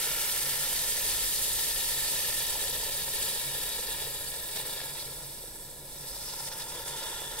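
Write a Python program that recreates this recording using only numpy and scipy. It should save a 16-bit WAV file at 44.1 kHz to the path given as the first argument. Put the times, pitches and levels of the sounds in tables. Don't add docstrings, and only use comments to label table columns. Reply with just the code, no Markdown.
import sys
import numpy as np
from scipy import signal
from scipy.fft import rfft, irfft
from scipy.io import wavfile
from scipy.ndimage import map_coordinates

SR = 44100
rng = np.random.default_rng(int(sys.argv[2]) if len(sys.argv) > 2 else 0)


def transcribe(u):
    v = np.clip(np.atleast_2d(u).T, -1, 1)
    q = np.round(v * 32767).astype(np.int16)
    wavfile.write(sys.argv[1], SR, q)


N = 326340
TIME = np.arange(N) / SR
FREQ = np.maximum(np.fft.rfftfreq(N, 1 / SR), 1)
SIDES = np.array([[.5], [-.5]])

# t/s, vigour/dB, coarseness/dB
BOILING = [(0, 0.0, 2), (1.1, -0.5, 0), (1.4, -0.6, -2), (2.3, -0.6, 1.1), (2.8, -2, 2), (3.3, -3, 0.8),
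           (3.95, -4, 3.5), (4.2, -5.5, 2.5), (4.48, -6.5, 2.2), (4.6, -5, 3), (5.0, -7, 4.5),
           (5.25, -10, 2.5), (5.8, -14, 2.5), (6.03, -10, 3), (6.1, -9, 2), (6.3, -6.5, 4.5),
           (6.78, -7, 6.5), (7.05, -5, 7.5), (7.4, -7.5, 5)]
# t/s, half length/s, change of vigour/dB
STALLS = [(1.744, 0.012, -2), (2.574, 0.012, -2), (2.783, 0.014, -1.5), (2.908, 0.0064, -1.5),
          (3.053, 0.0067, -1.5), (3.105, .008, -1.5), (3.763, 0.008, -0.5), (3.98, 0.009, -0.5),
          (4.58, .004, -1.5), (4.642, .008, -2.5), (4.772, .014, 0.5), (4.925, 0.013, -1),
          (6.503, 0.011, -5), (6.55, 0.0087, -2.5), (6.655, .014, -2), (6.595, .004, -3),
          (6.846, 0.0057, -4.5)]
# crest t/s, jet level/dB, half length/s, surge of the boiling/dB
SPURTS = [(0.578, -46, 0.0027, -0.5), (1.102, -42, 0.0036, 1.8), (2.102, -35, .008, 0.4),
          (2.345, -32, .006, -0.3), (2.61, -42, 0.0031, 0.5), (2.70, -30.5, .0036, -1),
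          (2.75, -37, 0.0032, 0.5), (2.89, -38, 0.0035, -0.5), (3.154, -42, 0.0048, 1),
          (3.226, -29.5, 0.0046, 1.7), (3.292, -34, 0.008, 1.3), (3.557, -45, 0.0027, 1),
          (3.634, -35, 0.0065, 0.9), (3.79, -44, 0.0044, 0), (3.926, -38, 0.0032, 1),
          (4.012, -39, 0.0042, 1), (4.243, -39, .006, 0), (4.307, -37, 0.0049, -0.5),
          (4.564, -39, .004, 2.2), (4.68, -42, 0.0049, 1), (4.985, -47, 0.0033, 2), (6.08, -44, .005, 0.3),
          (6.48, -49, .004, 2.5), (6.516, -52, .003, 1), (6.6, -47, 0.0029, 3), (6.74, -52, 0.004, 0.2),
          (6.864, -46, 0.0022, 1), (6.883, -37, 0.0027, 0), (7.037, -43, .004, 0), (7.394, -34, .0046, 2)]
SURGE_RISE, SURGE_FALL, SURGE_COARSENS = 2.8, 7.8, 0.39
# starting level/dB, dB per dB of vigour, dB per dB of coarseness
FIZZ_LAW = (-36.5, 1.124, -0.49)
FRY_LAW = (-39, 1.486, -0.15)
SPATTER_LAW = (-43, 1.65, 0.25)
DEEP_LAW = (-50.5, 0.62, 1)
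SIMMER_LAW = (-43, 0.84, -0.37)
CRACKLE_LAW = (-47.5, 1.9, 0)
FLUTTER_DB, FLUTTER_PER_COARSE = 1.06, 0.11
# t/s, place (0 first, 1 settled, 2 turned, 3 raised, 4 shifted)
PLACE = [(0, 0.64), (1.6, 1.06), (2.3, 0.95), (3.3, 1.7), (4.6, 1.6), (5.0, 2.6), (5.9, 2.5), (6.6, 3.46),
         (7.4, 4.15)]
MIST_DB = [4, 0.1, 1, -1, -3]
MIST_HZ = 10300
# f/Hz, level per Hz/dB
FIZZ_COLOUR = [(3000, -35), (5500, -12), (6500, -8), (7200, -2.5), (8000, -.7), (8750, -.6), (9900, -.6),
               (11200, -1.1), (12450, -.8), (13000, -3.5), (13900, -10.5), (14700, -7.3), (15300, -5.3),
               (15800, -6.5)]
FRY_COLOUR = [(1200, -35), (2400, -8.5), (3100, -19), (3600, 4), (4300, 4.5), (5300, 1.5), (6000, 4.5),
              (7000, -7), (9500, -8), (15000, -24)]
SPATTER_COLOUR = [(200, -11.5), (700, -8.5), (1130, -10), (1350, -1.5), (1550, -12), (2000, 1), (2300, -6),
                  (2800, 0), (3400, 0.5), (5000, -24)]
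# f/Hz, width/Hz, level/dB
SIMMER = [(8200, 930, 0), (11650, 800, -8)]
# f/Hz, level per Hz/dB
CRACKLE_COLOUR = [(1500, -36), (3500, 1), (5300, -11), (7300, -5), (11000, 4), (14000, -21)]
# left delay/ms, right delay/ms, gain, share of the change of path
ECHOES = [(.42, .445, .17, 1), (.31, .315, .13, 0), (.96, .81, .12, .2), (1.23, 1.27, .14, -.3),
          (1.7, 1.58, .12, .3), (2.25, 1.92, .1, 0)]
# t/s, extra delay/ms
PATH = [(0, 0), (3.5, -.02), (5, .02), (5.8, .06), (6.5, .02), (7.4, -.11)]
WAVER_MS, WAVER_HZ = .012, 1.2
# f/Hz, width/Hz, level/dB at each of the five places, left minus right/dB
BUCKET = [(454.5, 163, -9, -4.5, -7, -14.5, -6, 5.5), (529, 153, -8, -5, -4.5, -6, -9.5, 3),
          (904, 198, -5, -5.5, -4.5, -5, -2, -2.5), (1392, 120, 15, -16, -15, -11.5, -7.5, 3.5),
          (1708, 100, -1, -16.5, -8, -13.5, -7.5, 3.5), (1785, 137, -9, -5.5, -8.5, -16, -8, 6.5),
          (2275, 170, 9, -19, -9.5, -20, -21, 3), (2863, 185, -8, -11.5, -11.5, -21, -12, -3),
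          (3514, 250, -17, -8.5, -5, -10.5, 0.5, 0), (3828, 380, -34, -5, -1, -9, -4, 0.5),
          (4510, 1300, -25, -4.5, -2, -5, -9, 5.5), (4566, 290, -24, -11.5, -16, -7, -14, -7),
          (4904, 210, -10, -12, -12, -4, -9, -8), (5310, 1200, -3, -12, -14.5, 3.5, -5, 1.5),
          (5230, 160, -16, -12, -17, -4, -15, -1)]
# t/s, half length/s, f/Hz, width/Hz, depth (0 to 1)
THIN_BANDS = [(4.2, 1.9, 1535, 170, 0.9), (3.6, 1.1, 2084, 360, 0.7), (4.7, 1.0, 6240, 1600, 0.5),
              (5.2, 2.8, 1124, 177, 1), (5.6, 1.06, 3150, 370, 0.96), (5.7, 1.6, 2590, 330, 0.3),
              (5.6, 0.4, 6700, 1200, 0.36), (5.7, 0.45, 16000, 2200, 0.3), (6.9, 0.24, 4100, 450, 0.9)]
# f/Hz, level per Hz/dB
YARD_COLOUR = [(20, -4), (45, -3), (65, -12.5), (90, -10), (130, -13.5), (180, -12), (240, -19), (340, -14),
               (520, -16), (750, -20.5), (1200, -41), (5000, -27.5)]
YARD_DB, DRONE_HZ = -49.5, 140.4
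DRONE_DB, BREEZE_DB = -60.5, -62.5
# crest t/s, rise/dB, half length/s
DRONE_SWELLS = [(0.547, 9, 0.062), (1.65, 4, .06), (3.45, 5, .12), (4.6, 4, 0.045), (4.88, 7, .07),
                (5.14, 11, 0.075), (6.05, 5, .06)]
# crest t/s, level/dB, half length/s
GUSTS = [(1.248, -52, 0.35), (2.5, -53, 0.75), (3.95, -55, 0.25)]
# t/s, peak of the main tone/dB, f/Hz, overtone against main tone/dB
KNOCKS = [(.069, -41, 484, -1), (.669, -37, 476, -12), (.888, -40, 487, -17), (1.586, -43, 503, 3),
          (2.554, -45, 520, 9.5), (2.691, -37, 450, -12), (2.829, -41, 500, 0), (2.862, -39, 440, -7),
          (3.078, -49, 450, 8.5), (3.136, -38.5, 430, -11), (3.239, -38, 467, -6), (3.281, -43, 520, -2),
          (3.583, -41, 480, -14), (3.789, -38, 476, -3), (3.887, -39, 470, -5), (4.017, -39, 427, -1),
          (4.069, -37.5, 460, -15), (4.368, -44.5, 480, -6), (4.571, -45, 444, -6), (4.764, -44, 480, -5),
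          (5.084, -40.5, 480, -15), (5.437, -42, 500, -9), (6.041, -44, 480, -10), (6.163, -46, 500, 2.5)]
KNOCK_RISE_S = .0025
# t/s, level/dB of the click before colouring
SPITS = [(.252, -35), (.378, -23), (2.152, -26), (3.693, -26), (6.572, -41)]
# f/Hz, level per Hz/dB
SPURT_COLOUR = [(300, -25), (1200, -42), (1800, -10), (2400, -25), (3800, -8), (6400, 15), (8600, 20),
                (12400, 18), (14000, -3), (15500, -8)]
# crest t/s, level/dB, f/Hz, half length/s
GURGLES = [(2.574, -49, 520, .012), (2.625, -55, 470, .012), (2.75, -50, 410, 0.016),
           (2.891, -46, 440, 0.0086), (2.975, -57, 400, 0.014), (3.213, -46, 480, .008),
           (3.312, -47, 450, 0.018), (6.613, -56, 564, .016), (6.751, -45, 487, 0.015),
           (6.793, -49.5, 520, 0.014), (6.962, -51, 477, .014), (7.035, -49, 560, 0.016),
           (7.23, -48, 590, 0.017)]
GURGLE_WIDTH_HZ, GURGLE_OVERTONE_DB = 290, -6
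# t/s, starting level/dB
POPS = [(4.559, -35.5), (4.5715, -31.5), (4.595, -41), (4.6015, -36.5), (4.653, -39.5), (4.696, -40),
        (4.802, -32.5), (4.816, -34.5), (4.990, -41), (6.519, -42), (6.859, -41), (6.879, -41)]
# f/Hz, level per Hz/dB
POP_COLOUR = [(150, -14), (480, -1), (900, -2), (1150, -12), (1550, -8), (1750, 4), (2000, -3), (2300, 0),
              (2900, -6), (3600, 3), (4400, -3), (5200, -5), (6500, -14), (8500, -10), (15000, -24)]
POP_DECAY_S = .004
# crest t/s, level/dB, half length/s
SPUTTERS = [(4.96, -48, .012), (5.007, -44.5, .018), (6.085, -44.5, .012), (6.17, -49, .016),
            (6.482, -46, .004), (6.522, -44, .007), (6.622, -46, .012), (6.882, -41, .007),
            (6.98, -46, .006), (7.034, -42, .005), (7.185, -41.5, .005)]
# f/Hz, level per Hz/dB
SPUTTER_COLOUR = [(1500, -25), (3100, -12), (3600, 0), (5300, 0), (6500, -11), (9000, -12), (15000, -24)]
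# f/Hz, left minus right/dB
PORTS = [(2600, -1), (4700, .5), (5700, 1), (6400, -2), (7200, -2), (8000, -6), (9000, -4.5), (10000, -.5),
         (10800, 2.5), (11700, 4), (12400, 2.7), (13300, -2), (14200, 0)]
TOP_HZ = 15730


def undb(db):
    return 10 ** (np.asarray(db) / 20)


def curves(table):
    s, *columns = np.transpose(table)
    return [np.interp(TIME, s, column) for column in columns]


def bump(s, half):
    return np.exp(-.5 * np.minimum(((TIME - s) / half) ** 2, 60))


def colour(points):
    hz, db = np.transpose(points)
    return np.interp(np.log(FREQ), np.log(hz), db)


def resonance(hz, width):
    return (1 + 1j * (FREQ ** 2 - hz ** 2) / (FREQ * width)) ** -2


def shaped(x, response):
    y = irfft(rfft(x) * response, N)
    return y / y.std()


def flutter(hz, width):
    return shaped(rng.standard_normal(N), resonance(hz, width))


def collapses(count, spread_db, lag=2.2, lag_spread=1.0):
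    at = rng.integers(0, N, count)
    sign = rng.choice([-1, 1], count)
    size_db = spread_db * np.minimum(rng.exponential(size=count), 2 * np.pi)
    size = sign * undb(size_db)
    late = np.rint(lag + lag_spread * rng.laplace(size=count)).astype(int)
    left = np.bincount(at, size, N)
    right = np.bincount((at + late) % N, size, N)
    return np.array([left, right])


def boiling():
    vigour, coarse = curves(BOILING)
    surge = 0
    for s, _, half, lift_db in SPURTS:
        slower = np.where(TIME < s, SURGE_RISE, SURGE_FALL)
        surge = surge + lift_db * bump(s, half * slower)
    stall = sum(db * bump(s, half) for s, half, db in STALLS)
    return vigour + surge + stall, coarse + SURGE_COARSENS * surge


def fizz(fizz_db, mist_db, flutter_db, film):
    clicks = collapses(count=400000, spread_db=2.1)
    upper = 1 / (1 + (MIST_HZ / FREQ) ** 20)
    tint = undb(colour(FIZZ_COLOUR))
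    low_db = 1.15 - mist_db / 2 + 1.15 * flutter_db * flutter(7.5, 25)
    high_db = mist_db / 2 + 3.5 + 0.74 * flutter_db * flutter(12.0, 27)
    low = shaped(clicks, tint * (1 - upper)) * undb(low_db)
    high = shaped(clicks, tint * upper) * undb(high_db)
    return (low + high) * undb(fizz_db + 0.21 * flutter_db * film)


def sizzle(fry_db, spatter_db, flutter_db, film):
    fry_flutter = 0.14 * film + 1.36 * flutter(7.0, 36)
    spatter_flutter = 0.32 * film + 0.9 * flutter(16.6, 40)
    fry = shaped(collapses(count=120000, spread_db=0.5), undb(colour(FRY_COLOUR)))
    spatter = shaped(collapses(count=40000, spread_db=0.0), undb(colour(SPATTER_COLOUR)))
    fry = fry * undb(fry_db + flutter_db * fry_flutter)
    return fry + spatter * undb(spatter_db + flutter_db * spatter_flutter)


def simmer(simmer_db):
    clicks = collapses(count=100000, spread_db=0.5)
    bands = sum(undb(db) * resonance(hz, width) for hz, width, db in SIMMER)
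    return shaped(clicks, bands) * undb(simmer_db)


def crackle(crackle_db, film):
    clicks = collapses(count=7000, spread_db=3.0)
    return shaped(clicks, undb(colour(CRACKLE_COLOUR))) * undb(crackle_db + 0.94 * film)


def reflections(x):
    path_ms, = curves(PATH)
    out = x
    for *ports_ms, gain, share in ECHOES:
        drift_ms = share * path_ms + WAVER_MS * flutter(WAVER_HZ, 2 * WAVER_HZ)
        echo = []
        for port, ms in zip(x, ports_ms):
            source_sample = (TIME - (ms + drift_ms) / 1000) * SR
            echo.append(map_coordinates(port, [source_sample], order=2))
        out = out + gain * np.array(echo)
    return out


def bucket(boil_db, fry_db, spatter_db, place, throb_db):
    large = collapses(count=14000, spread_db=0.5, lag=3.3, lag_spread=2.5) * undb(throb_db)
    fine = collapses(count=90000, spread_db=2.5, lag=2.4, lag_spread=1.9) * undb(throb_db)
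    coarse_db = (fry_db + spatter_db) / 2 + 4.0
    out = 0
    for hz, width, *places_db, pan_db in BUCKET:
        small = np.clip(np.log10(hz / 460), 0, 1)
        drive_db = fry_db if hz > 4100 else (1 - small) * boil_db + small * coarse_db
        place_db = np.interp(place, np.arange(len(places_db)), places_db)
        ring = shaped(large if hz < 2100 else fine, resonance(hz, width))
        ripple_db = 1.9 * small * flutter(9, 20)
        out = out + ring * undb(drive_db + place_db + pan_db * SIDES + ripple_db)
    return out


def thin_bands(x):
    spectrum = rfft(x)
    out = x
    for s, half, hz, width, depth in THIN_BANDS:
        band = irfft(spectrum * resonance(hz, width), N)
        out = out - np.clip(depth, 0, 1) * bump(s, half) * band
    return out


def yard():
    wind = undb(BREEZE_DB) + sum(undb(db) * bump(s, half) for s, db, half in GUSTS)
    drone_db = DRONE_DB + sum(db * bump(s, half) for s, db, half in DRONE_SWELLS)
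    rumble_noise = rng.standard_normal(N) + 0.27 * rng.standard_normal((2, N))
    breeze_noise = rng.standard_normal((2, N)) + 0.96 * rng.standard_normal(N)
    rumble = shaped(rumble_noise, undb(colour(YARD_COLOUR))) * undb(YARD_DB)
    drone = shaped(rng.standard_normal(N), resonance(DRONE_HZ, 15.2)) * undb(drone_db)
    breeze = shaped(breeze_noise, resonance(27.0, 39)) * wind
    return rumble + drone + breeze


def knocks():
    out = np.zeros(N)
    t = TIME[:SR // 20]
    envelope = t / KNOCK_RISE_S * np.exp(1 - t / KNOCK_RISE_S)
    air_tone = np.sin(2 * np.pi * BUCKET[2][0] * t)
    for s, db, hz, overtone_db in KNOCKS:
        ring = np.sin(2 * np.pi * hz * t) + undb(overtone_db) * air_tone
        out[int(s * SR):][:len(t)] += undb(db) * envelope * ring
    return out


def spurts():
    swell = sum(undb(db) * bump(s, half) for s, db, half, _ in SPURTS)
    spits = np.zeros((2, N))
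    for s, db in SPITS:
        spits[:, int(s * SR)] += undb(db)
    response = undb(colour(SPURT_COLOUR))
    jets = swell * shaped(collapses(count=120000, spread_db=-0.5), response)
    return jets + irfft(rfft(spits) * response, N)


def gurgles():
    clicks = rfft(collapses(count=14000, spread_db=1.5, lag=2.2))
    overtone = undb(GURGLE_OVERTONE_DB) * resonance(*BUCKET[2][:2])
    out = 0
    for s, db, hz, half in GURGLES:
        lump = irfft(clicks * (resonance(hz, GURGLE_WIDTH_HZ) + overtone), N)
        out = out + lump / lump.std() * undb(db) * bump(s, half)
    return out


def pops():
    envelope = 0
    for s, db in POPS:
        decay = np.exp(-np.clip((TIME - s) / POP_DECAY_S, 0, 30))
        envelope = envelope + undb(db) * (TIME >= s) * decay
    return envelope * shaped(collapses(count=120000, spread_db=-1.0), undb(colour(POP_COLOUR)))


def sputters():
    swell = sum(undb(db) * bump(s, half) for s, db, half in SPUTTERS)
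    return swell * shaped(collapses(count=60000, spread_db=3.5), undb(colour(SPUTTER_COLOUR)))


def scene():
    vigour, coarse = boiling()
    laws = (FIZZ_LAW, FRY_LAW, SPATTER_LAW, DEEP_LAW, SIMMER_LAW, CRACKLE_LAW)
    fizz_db, fry_db, spatter_db, boil_db, simmer_db, crackle_db = (
        db + per_vigour * vigour + per_coarse * coarse for db, per_vigour, per_coarse in laws)
    flutter_db = FLUTTER_DB + FLUTTER_PER_COARSE * np.maximum(coarse, 0)
    place, = curves(PLACE)
    mist_db = np.interp(place, np.arange(len(MIST_DB)), MIST_DB)
    film = flutter(11.7, 56) + 0.2 * flutter(79, 120)
    throb_db = flutter_db * (0.34 * film + .5 * flutter(21.8, 25))
    hiss = fizz(fizz_db, mist_db, flutter_db, film)
    hiss = hiss + sizzle(fry_db, spatter_db, flutter_db, film)
    hiss = hiss + simmer(simmer_db) + crackle(crackle_db, film)
    ring = bucket(boil_db, fry_db, spatter_db, place, throb_db)
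    in_bucket = thin_bands(reflections(hiss) + ring)
    return in_bucket + yard() + knocks() + spurts() + gurgles() + pops() + sputters()


def record(dry):
    heard = irfft(rfft(dry) * undb(colour(PORTS) * SIDES), N)
    low_pass = signal.ellip(12, .1, 80, TOP_HZ, fs=SR, output="sos")
    return signal.sosfilt(low_pass, heard)


dry = scene()
out = record(dry)
transcribe(out)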